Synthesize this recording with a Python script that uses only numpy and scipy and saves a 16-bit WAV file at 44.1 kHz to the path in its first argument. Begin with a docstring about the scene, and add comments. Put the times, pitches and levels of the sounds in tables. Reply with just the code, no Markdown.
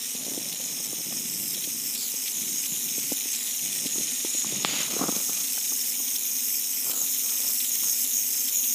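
"""From the start a small high-voltage arc climbs two wires on a table, breaks and strikes again lower
down, over a room's faint drone. It hisses, squeals and fries in time with the supply ripple, and the
table's echo sweeps notches through the sound as it climbs. Almost at once fingers begin to bump and rub
a hand-held camera close by, and from half a second on the arc sputters now and then. Near 4.6 s come a
short slide and one sharp click, then a cluster of bumps; the arc climbs on to the end."""
import sys
import numpy as np
from scipy import signal
from scipy.fft import rfft, irfft, next_fast_len
from scipy.io import wavfile
from scipy.ndimage import map_coordinates

SR = 44100
rng = np.random.default_rng(int(sys.argv[2]) if len(sys.argv) > 2 else 0)


def master_out(mix):
    """Clip the mix to full scale and print it as 16-bit PCM to the path in sys.argv[1]."""
    frames = np.transpose(np.atleast_2d(mix))
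    ceiling = np.clip(frames, -1, 1)
    pcm = np.round(ceiling * 32767).astype(np.int16)
    wavfile.write(sys.argv[1], SR, pcm)


N = 385434
T = np.arange(N) / SR

# each climb of the arc: strike_s, echo_at_strike_ms, echo_at_break_ms, squeal_db
CLIMB_EVENTS = [(0, 0.33, 0.34, -52), (.157, .31, .335, -44), (.53, 0.3, .36, -37),
                (.87, 0.31, 0.37, -39.5), (1.55, 0.31, 0.37, -41), (1.959, .25, .3, -38),
                (2.12, 0.35, 0.37, -36.5), (2.322, .285, 0.33, -32), (2.43, 0.29, 0.37, -35),
                (2.67, .27, 0.37, -37), (3.14, .29, .38, -36), (3.369, 0.26, 0.33, -36),
                (3.68, 0.3, 0.38, -34.5), (3.88, .285, .34, -33.5), (4.05, .32, .32, -32.5),
                (4.31, 0.29, 0.33, -31), (4.635, .265, .36, -33.5), (5.93, 0.32, 0.35, -36),
                (6.17, 0.29, .37, -33), (6.6, 0.31, 0.39, -36), (6.921, .26, 0.37, -34.5),
                (7.65, .285, .38, -32), (8.05, 0.3, 0.39, -31.5), (8.5, 0.3, 0.34, -28.5)]


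def amp(db):
    """Amplitude ratio of a level in decibels."""
    return 10 ** (np.asarray(db) / 20)


def unit(x):
    """Normalisation to rms 1."""
    return x / np.sqrt(np.mean(x ** 2) + 1e-20)


def curves(rows):
    """Linear interpolation: one value per sample for each column after the time."""
    times, *columns = np.transpose(rows)
    return [np.interp(T, times, column) for column in columns]


def wobble(rate_hz):
    """Smooth random modulation: a spline through rate_hz random values a second."""
    return map_coordinates(rng.standard_normal(int(N * rate_hz / SR) + 4), [T * rate_hz])


def filtered(x, response):
    """Zero-phase filtering: the spectrum of x times a response of frequency."""
    size = next_fast_len(N + SR // 4)
    return irfft(rfft(x, size) * response(np.fft.rfftfreq(size, 1 / SR)), size)[:N]


def rolloff(x, order, cutoff_hz, kind="lowpass"):
    """A maximally flat filter, falling 6 dB an octave for each order."""
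    return signal.sosfilt(signal.butter(order, cutoff_hz, kind, fs=SR, output="sos"), x)


def noise(spectrum, drive=1):
    """Source and filter: white noise, modulated by drive and shaped by a spectrum, at rms 1."""
    hz, db = np.transpose(spectrum)
    response = lambda f: amp(np.interp(np.log(f + 1), np.log(hz), db))
    return unit(filtered(drive * rng.standard_normal(N), response))


def band(centre_hz, half_width_hz):
    """Noise through one narrow resonance, at rms 1."""
    resonance = lambda hz: 1 / (1 + ((hz - centre_hz) / half_width_hz) ** 2)
    return unit(filtered(rng.standard_normal(N), resonance))


def stroke(start_s, length_s, attack_s=0.019, release_s=0.037):
    """Envelope with a linear attack, a hold and an exponential release."""
    attack = np.clip((T - start_s) / attack_s, 0, 1)
    return attack * np.exp(-np.maximum(T - start_s - length_s, 0) / release_s)


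def ring(modes, detune, rise_s):
    """Free vibration: a struck body's damped modes, detuned a little at each blow, at peak 1."""
    t = np.arange(SR // 10) / SR
    x = sum(amp(db - 60 * t / t60) * np.sin(2 * np.pi * hz * np.exp(detune * rng.normal()) * t)
            for hz, db, t60 in modes)
    x *= 1 - np.exp(-t / rise_s)
    return x / np.abs(x).max()


def add(track, start_s, sound):
    """Superposition of a sound on the track."""
    part = track[round(start_s * SR):][:len(sound)]
    part += sound[:len(part)]


def ripple(lag_cycles, depth_db, second_db, flicker_db, ripple_hz=99.9):
    """Amplitude modulation by the supply ripple and its second harmonic, with random flicker; rms 1."""
    phase = 2 * np.pi * (ripple_hz * T - lag_cycles)
    return unit(amp(depth_db * np.cos(phase) + second_db * np.cos(2 * phase) + flicker_db * wobble(330)))


def climbing():
    """The arc's cycle: which climb it is on, the time since it struck and the time until it breaks."""
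    strike_s = np.transpose(CLIMB_EVENTS)[0]
    break_s = np.append(strike_s[1:], N / SR)
    climb = np.maximum(np.searchsorted(strike_s, T, side="right") - 1, 0)
    return climb, np.maximum(T - strike_s[climb], 0), break_s[climb] - T


def echo_delay(climb, age_s, left_s, slowing_s=0.3, catch=0.08):
    """Echo lag in ms grows with height: the arc shoots up, slows as the gap widens, catches on wires."""
    _, first_ms, last_ms, _ = np.transpose(CLIMB_EVENTS)
    risen = lambda seconds: 1 - np.exp(-seconds / slowing_s)
    height = risen(age_s) / risen(age_s + left_s) + catch * wobble(18)
    return first_ms[climb] + (last_ms - first_ms)[climb] * height


def hiss(fresh, left_s, fresh_db=-2, flare_db=1, flare_s=0.032):
    """Broadband noise of the arc, modulated by the supply: weaker when fresh, flaring before a break."""
    # colour of the hiss: frequency_hz, level_db
    spectrum = [(200, -66), (1500, -28), (3500, -15), (4880, -10), (5170, -0.5), (5900, 3.5), (6900, 6.5),
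                (8000, 4), (10000, 2), (11500, 0), (14400, -0.5), (15200, -1.5)]
    # its slow drift: time_s, level_db, extra_treble_db
    drift = [(0, -32, -1.5), (.7, -34, -0.5), (1.45, -32, 1.5), (3.2, -31, 2), (4.35, -30.5, -4.5),
             (4.66, -36, -3), (5.2, -30, 3), (6, -30, 6), (6.8, -30.5, 4.5), (7.6, -28, 5.5),
             (8.74, -30.5, 8.5)]
    level_db, treble_db = curves(drift)
    flare = np.exp(-left_s / flare_s)
    sound = amp(level_db + fresh_db * fresh + flare_db * flare) * noise(spectrum)
    sound *= ripple(lag_cycles=0.74, depth_db=1.6, second_db=0.44, flicker_db=1.34)
    # the very top drifts and flickers on its own
    treble = filtered(sound, lambda hz: np.clip((hz - 9500) / 4500, 0, 1))
    return sound + (amp(treble_db + 0.46 * wobble(7.3)) - 1) * treble


def squeal(climb, fresh, stretch, delay_ms, fresh_db=-20, stretch_db=-4):
    """Frequency modulation: the driver sparks at an unsteady rate, a whistle that sags in a climb."""
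    pitch_hz, at_delay_ms, sag_hz_per_ms = 6597, 0.335, 3204
    wander_hz, jitter_hz = 140.1, 270.4
    *_, climb_db = np.transpose(CLIMB_EVENTS)
    level_db = climb_db[climb] + stretch_db * (stretch - 0.5) + fresh_db * fresh + 1.9 * wobble(16)
    centre_hz = pitch_hz - sag_hz_per_ms * (delay_ms - at_delay_ms)
    spark_hz = centre_hz + wander_hz * wobble(260) + jitter_hz * wobble(3000)
    tone = np.sin(2 * np.pi * np.cumsum(spark_hz) / SR)
    pulses = ripple(lag_cycles=0.15, depth_db=3, second_db=1.5, flicker_db=3.5)
    return amp(level_db) * unit(tone * pulses)


def buzz(level_db=-41.5):
    """Narrowband noise below the squeal, modulated into short bursts by the supply."""
    carrier = amp(level_db) * band(centre_hz=5398, half_width_hz=360)
    return carrier * ripple(lag_cycles=0.75, depth_db=6, second_db=-0.5, flicker_db=3)


def whine(age_s, dip_db=-14, return_s=0.056):
    """Modulated narrowband noise an octave above the squeal; its level dips at each strike."""
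    # drift of the whine: time_s, level_db
    drift = [(0, -50), (1.4, -37.5), (2, -39), (3.2, -42), (4.6, -46), (5.6, -45), (6.4, -36), (8.74, -38)]
    level_db, = curves(drift)
    gain = amp(level_db + dip_db * np.exp(-(age_s / return_s) ** 2) + 1.5 * wobble(12))
    carrier = band(centre_hz=13230, half_width_hz=320)
    return gain * carrier * ripple(lag_cycles=0.074, depth_db=7, second_db=0, flicker_db=2)


def frying():
    """The arc's lower broadband noise, modulated to swell twice in each ripple cycle."""
    # colour of the frying: frequency_hz, level_db
    spectrum = [(150, -55), (500, -14.5), (1000, -18), (1650, -10.5), (1900, -2), (2250, -2), (2470, 1.5),
                (2680, -3.5), (2900, 0), (3250, -1), (3700, 2), (4080, 3), (4400, -4), (9000, -7.5)]
    # its drift: time_s, level_db
    drift = [(0, -40.5), (1.5, -41.5), (2.85, -38.5), (4.9, -36), (5.3, -40.5), (6.8, -39.5), (8.74, -40.5)]
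    level_db, = curves(drift)
    sound = amp(level_db + 1.37 * wobble(75)) * noise(spectrum)
    return sound * ripple(lag_cycles=0.65, depth_db=1, second_db=1.7, flicker_db=2)


def sputtering(spit_hz=20, spit_s=0.0046, flare_s=0.0062, flare_gain_db=-4):
    """Noise under bell-shaped envelopes: the arc spits unevenly and now and then flares up."""
    # drift of the little spits: time_s, level_db
    drift = [(0, -44), (4.8, -37.5), (5.6, -33.5), (6.4, -48), (7.3, -37), (8.74, -38.5)]
    # the big flare-ups: time_s, level_db
    flare_ups = [(0.525, -28), (1.5434, -27), (1.6385, -26.5), (1.9515, -29), (2.276, -25.5), (2.6554, -29),
                 (3.345, -32), (3.864, -24), (5.404, -29), (5.476, -27.5), (6.0796, -29), (6.155, -29),
                 (6.91, -27), (7.511, -34), (7.6015, -27), (7.6445, -26), (7.751, -33), (8.0476, -29),
                 (8.481, -25.5), (8.64, -31)]
    # colour of both: frequency_hz, level_db
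    spectrum = [(200, -50), (1000, -26), (2200, -1.5), (3000, 8), (3700, 9), (5000, 1), (12000, -0.5)]
    spit_db, = curves(drift)
    cycle = np.cumsum(spit_hz * np.exp(0.4 * wobble(spit_hz))) / SR % 1
    spits = amp(spit_db + 2 * wobble(spit_hz)) * np.exp(-((cycle - 0.5) / spit_hz / spit_s) ** 2)
    flares = sum(amp(db + flare_gain_db) * np.exp(-((T - time_s - 0.004) / flare_s) ** 2)
                 for time_s, db in flare_ups)
    return (spits + flares) * noise(spectrum)


def table_echo(x, delay_ms):
    """Comb filtering: the table's echo cuts notches that slide down as the arc climbs."""
    # the echo changes as the camera moves: time_s, strength_ratio
    echo_drift = [(0, .48), (2, .52), (3.7, .42), (4.4, .28), (5.8, .22), (6, .52), (8.74, .5)]
    # glancing echoes off parts on the table, after the main echo: lag_ms
    glance_lags = [.21, .43, .74, 1, 1.5]
    # they come and go, so the colour flutters: time_s, strength_ratio
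    glance_drift = [(0, .13), (3.6, .17), (4.4, .24), (5.2, .1), (8.74, .15)]
    strength, = curves(echo_drift)
    flutter, = curves(glance_drift)
    delayed = lambda sound, ms: map_coordinates(sound, [(T - ms / 1000) * SR], order=5)
    # small surfaces reflect the treble best
    treble = filtered(x, lambda hz: np.clip(hz / 9000, 0, 1))
    glances = sum(wobble(12) * delayed(treble, delay_ms + lag_ms) for lag_ms in glance_lags)
    gain = strength * amp(1.8 * wobble(9))
    echo = gain * delayed((x + treble) / 2, delay_ms)
    return (x + echo + flutter * glances) / np.sqrt(1 + gain ** 2)


def room(x, t60_s, wet_db):
    """Reverberation: convolution with a short tail of exponentially decaying noise."""
    t = np.arange(SR // 2) / SR
    tail = rng.standard_normal(len(t)) * amp(-60 * t / t60_s) * (t > 0.004)
    return x + amp(wet_db) * signal.fftconvolve(x, tail / np.linalg.norm(tail))[:N]


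def drone(noise_db=-52, hum_hz=254.6, hum_db=-65):
    """The room's low background noise, with a faint hum that wavers by phase modulation."""
    # colour of the background: frequency_hz, level_db
    spectrum = [(25, -56), (130, -9.5), (205, -3), (232, 5), (275, 6.5), (305, -7.5), (440, -4), (620, -14),
                (770, -9.5), (1500, -12.5), (8000, -41)]
    hum = unit(np.sin(2 * np.pi * hum_hz * T + wobble(9.5)))
    return amp(noise_db) * noise(spectrum) + amp(hum_db) * hum


def bumps(thud_db=-3.5, tap_db=3.5, rise_s=0.00068, db_per_octave=21):
    """Soft impacts: a fingertip loads the case gradually, which rounds the onset of its modes."""
    # fingers bump the case: start_s, level_db, brightness_db
    impacts = [(0.149, -25.5, -18), (.281, -24, -23), (.317, -25, -18), (.343, -27, -19),
               (.376, -18.5, -34), (.8, -26, -18), (.93, -23, -18), (1.123, -26.5, -13), (1.574, -26, -25),
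               (1.673, -26.5, -24), (2.14, -27.5, -19), (2.98, -20.5, -29), (3.119, -13.5, -23),
               (3.256, -29, -16), (3.856, -22.5, -25), (3.957, -24.5, -17), (3.981, -24, -24),
               (4.008, -25, -25), (4.247, -19, -16.5), (4.347, -25, -22), (4.445, -28.5, -3.5),
               (4.523, -20, -24), (4.647, -22, -4), (4.736, -27, -13), (4.937, -23.5, -15),
               (4.964, -18.5, -16), (4.994, -20, -10), (5.011, -10.5, -15), (5.015, -20, -7),
               (5.037, -12.5, -12), (5.083, -15.5, -11), (5.089, -11, -14.5), (5.123, -22, -15),
               (5.163, -17.5, -20), (5.293, -26, -9.5), (5.577, -34.5, -0.5), (5.72, -28.5, -9),
               (6, -36.5, -4), (6.897, -26, -12)]
    # low and middle modes of the case: frequency_hz, level_db, t60_s
    thud_modes = [(283, 1, 0.028), (414, 4, 0.012)]
    tap_modes = [(780, -1.7, 0.018), (1230, 0, 0.015)]
    track = np.zeros(N)
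    for start_s, db, bright_db in impacts:
        thud = amp(db + thud_db) * ring(thud_modes, detune=0.13, rise_s=rise_s)
        tap = amp(db + bright_db + tap_db) * ring(tap_modes, detune=0.1, rise_s=rise_s)
        # the spectrum of a softer bump stops lower
        cutoff_hz = np.clip(2100 * 2 ** (bright_db / db_per_octave), 300, 4000)
        add(track, start_s, rolloff(thud + tap, 5, cutoff_hz))
    return track


def rubbing(slip_hz=55, slip_decay_s=0.0058, steady_friction=0.4):
    """Stick-slip friction: skin catches and releases on the case in uneven little ticks."""
    # the grip shifts: start_s, length_s, rub_db, scratch_db, scratch_cutoff_hz
    grip_shifts = [(0.17, 0.37, -48, -45.5, 810), (0.582, 0.43, -50, -51.5, 846),
                   (1.046, 0.43, -45, -57, 850), (1.508, 0.49, -49.5, -70.5, 850),
                   (2.356, 0.2, -46.5, -73, 850), (2.68, 0.42, -49.5, -66, 900),
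                   (3.601, 0.47, -48, -53, 898), (4.444, 0.19, -42.5, -48, 1080),
                   (4.667, 0.36, -46, -43, 1670), (4.978, 0.088, -45, -39.5, 1490),
                   (5.126, 0.052, -46, -41.5, 1600), (5.263, 0.15, -52.5, -50, 1600),
                   (6.842, 0.19, -53, -47, 1500), (7.224, 0.29, -63, -51, 1800),
                   (7.814, 0.047, -51, -47, 1600)]
    # colours of the low rub and the brighter scratch: frequency_hz, level_db
    rub_spectrum = [(25, -52), (90, -18.5), (140, -1.5), (230, 2.5), (330, -2.5), (500, -17), (800, -24.5),
                    (1500, -67)]
    scratch_spectrum = [(60, -45), (300, -4), (550, 1), (800, -2.5), (950, -3.5), (1250, 0), (1700, -6.5),
                        (3000, -17)]
    cycle = np.cumsum(slip_hz * np.exp(0.35 * wobble(40))) / SR % 1
    since_slip_s = cycle / slip_hz
    friction = (steady_friction + np.exp(-since_slip_s / slip_decay_s)) * amp(2.1 * wobble(50))
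    rub, scratch = noise(rub_spectrum, friction), noise(scratch_spectrum, friction)
    track = np.zeros(N)
    for start_s, length_s, rub_db, scratch_db, cutoff_hz in grip_shifts:
        sound = amp(rub_db) * rub + amp(scratch_db) * rolloff(scratch, 6, cutoff_hz)
        track += stroke(start_s, length_s) * sound
    return track


def low_strike(level_db=-40):
    """A burst of band noise: just after the arc strikes very low between the wires, a brief shush sounds near
    4.6 kHz."""
    return amp(level_db) * stroke(start_s=1.959, length_s=0.084) * band(centre_hz=4650, half_width_hz=600)


def slide(level_db=-32):
    """Sliding friction: a finger swishes once over the case."""
    # colour of the swish: frequency_hz, level_db
    spectrum = [(60, -50), (300, -7), (1400, -5), (2100, 4.5), (3000, 8.5), (4200, 5), (5500, 2.5),
                (9000, -6.5)]
    return amp(level_db) * stroke(start_s=4.64, length_s=0.18) * noise(spectrum)


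def click():
    """Impulse response: an abrupt onset rings the case's quickly damped modes."""
    # the case clicks: start_s, level_db
    snaps = [(4.6485, -1)]
    # its modes: frequency_hz, level_db, t60_s
    modes = [(420, -13, .012), (1270, -4, 0.0073), (2770, 14, 0.00099), (3650, 4, 0.0027)]
    track = np.zeros(N)
    for start_s, db in snaps:
        add(track, start_s, amp(db) * ring(modes, detune=0.019, rise_s=1 / SR))
    return track


def scene():
    """Superposition of the arc in the room, the handling of the case and the low drone."""
    climb, age_s, left_s = climbing()
    delay_ms = echo_delay(climb, age_s, left_s)
    fresh = np.exp(-age_s / 0.022)  # a newly struck arc takes a moment to draw out
    stretch = age_s / (age_s + left_s)  # 0 at the strike, 1 at the break
    hissing = hiss(fresh, left_s)
    whistle = squeal(climb, fresh, stretch, delay_ms)
    sizzle = hissing + buzz() + whine(age_s) + frying()
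    bursts = sputtering() + low_strike()
    arc = room(table_echo(sizzle, delay_ms) + whistle + bursts, t60_s=0.22, wet_db=-16)
    friction = rubbing() + slide()
    # knocks reach the microphone through the case; it passes little deep bass
    knocks = rolloff(bumps() + click(), 4, cutoff_hz=175, kind="highpass")
    return (arc + friction + knocks + drone())[None]


def record(dry):
    """Band limiting: the camera keeps nothing above its cutoff."""
    cutoff_hz = 15330
    return filtered(dry[0], lambda hz: hz < cutoff_hz)[None]


dry = scene()
out = record(dry)
master_out(out)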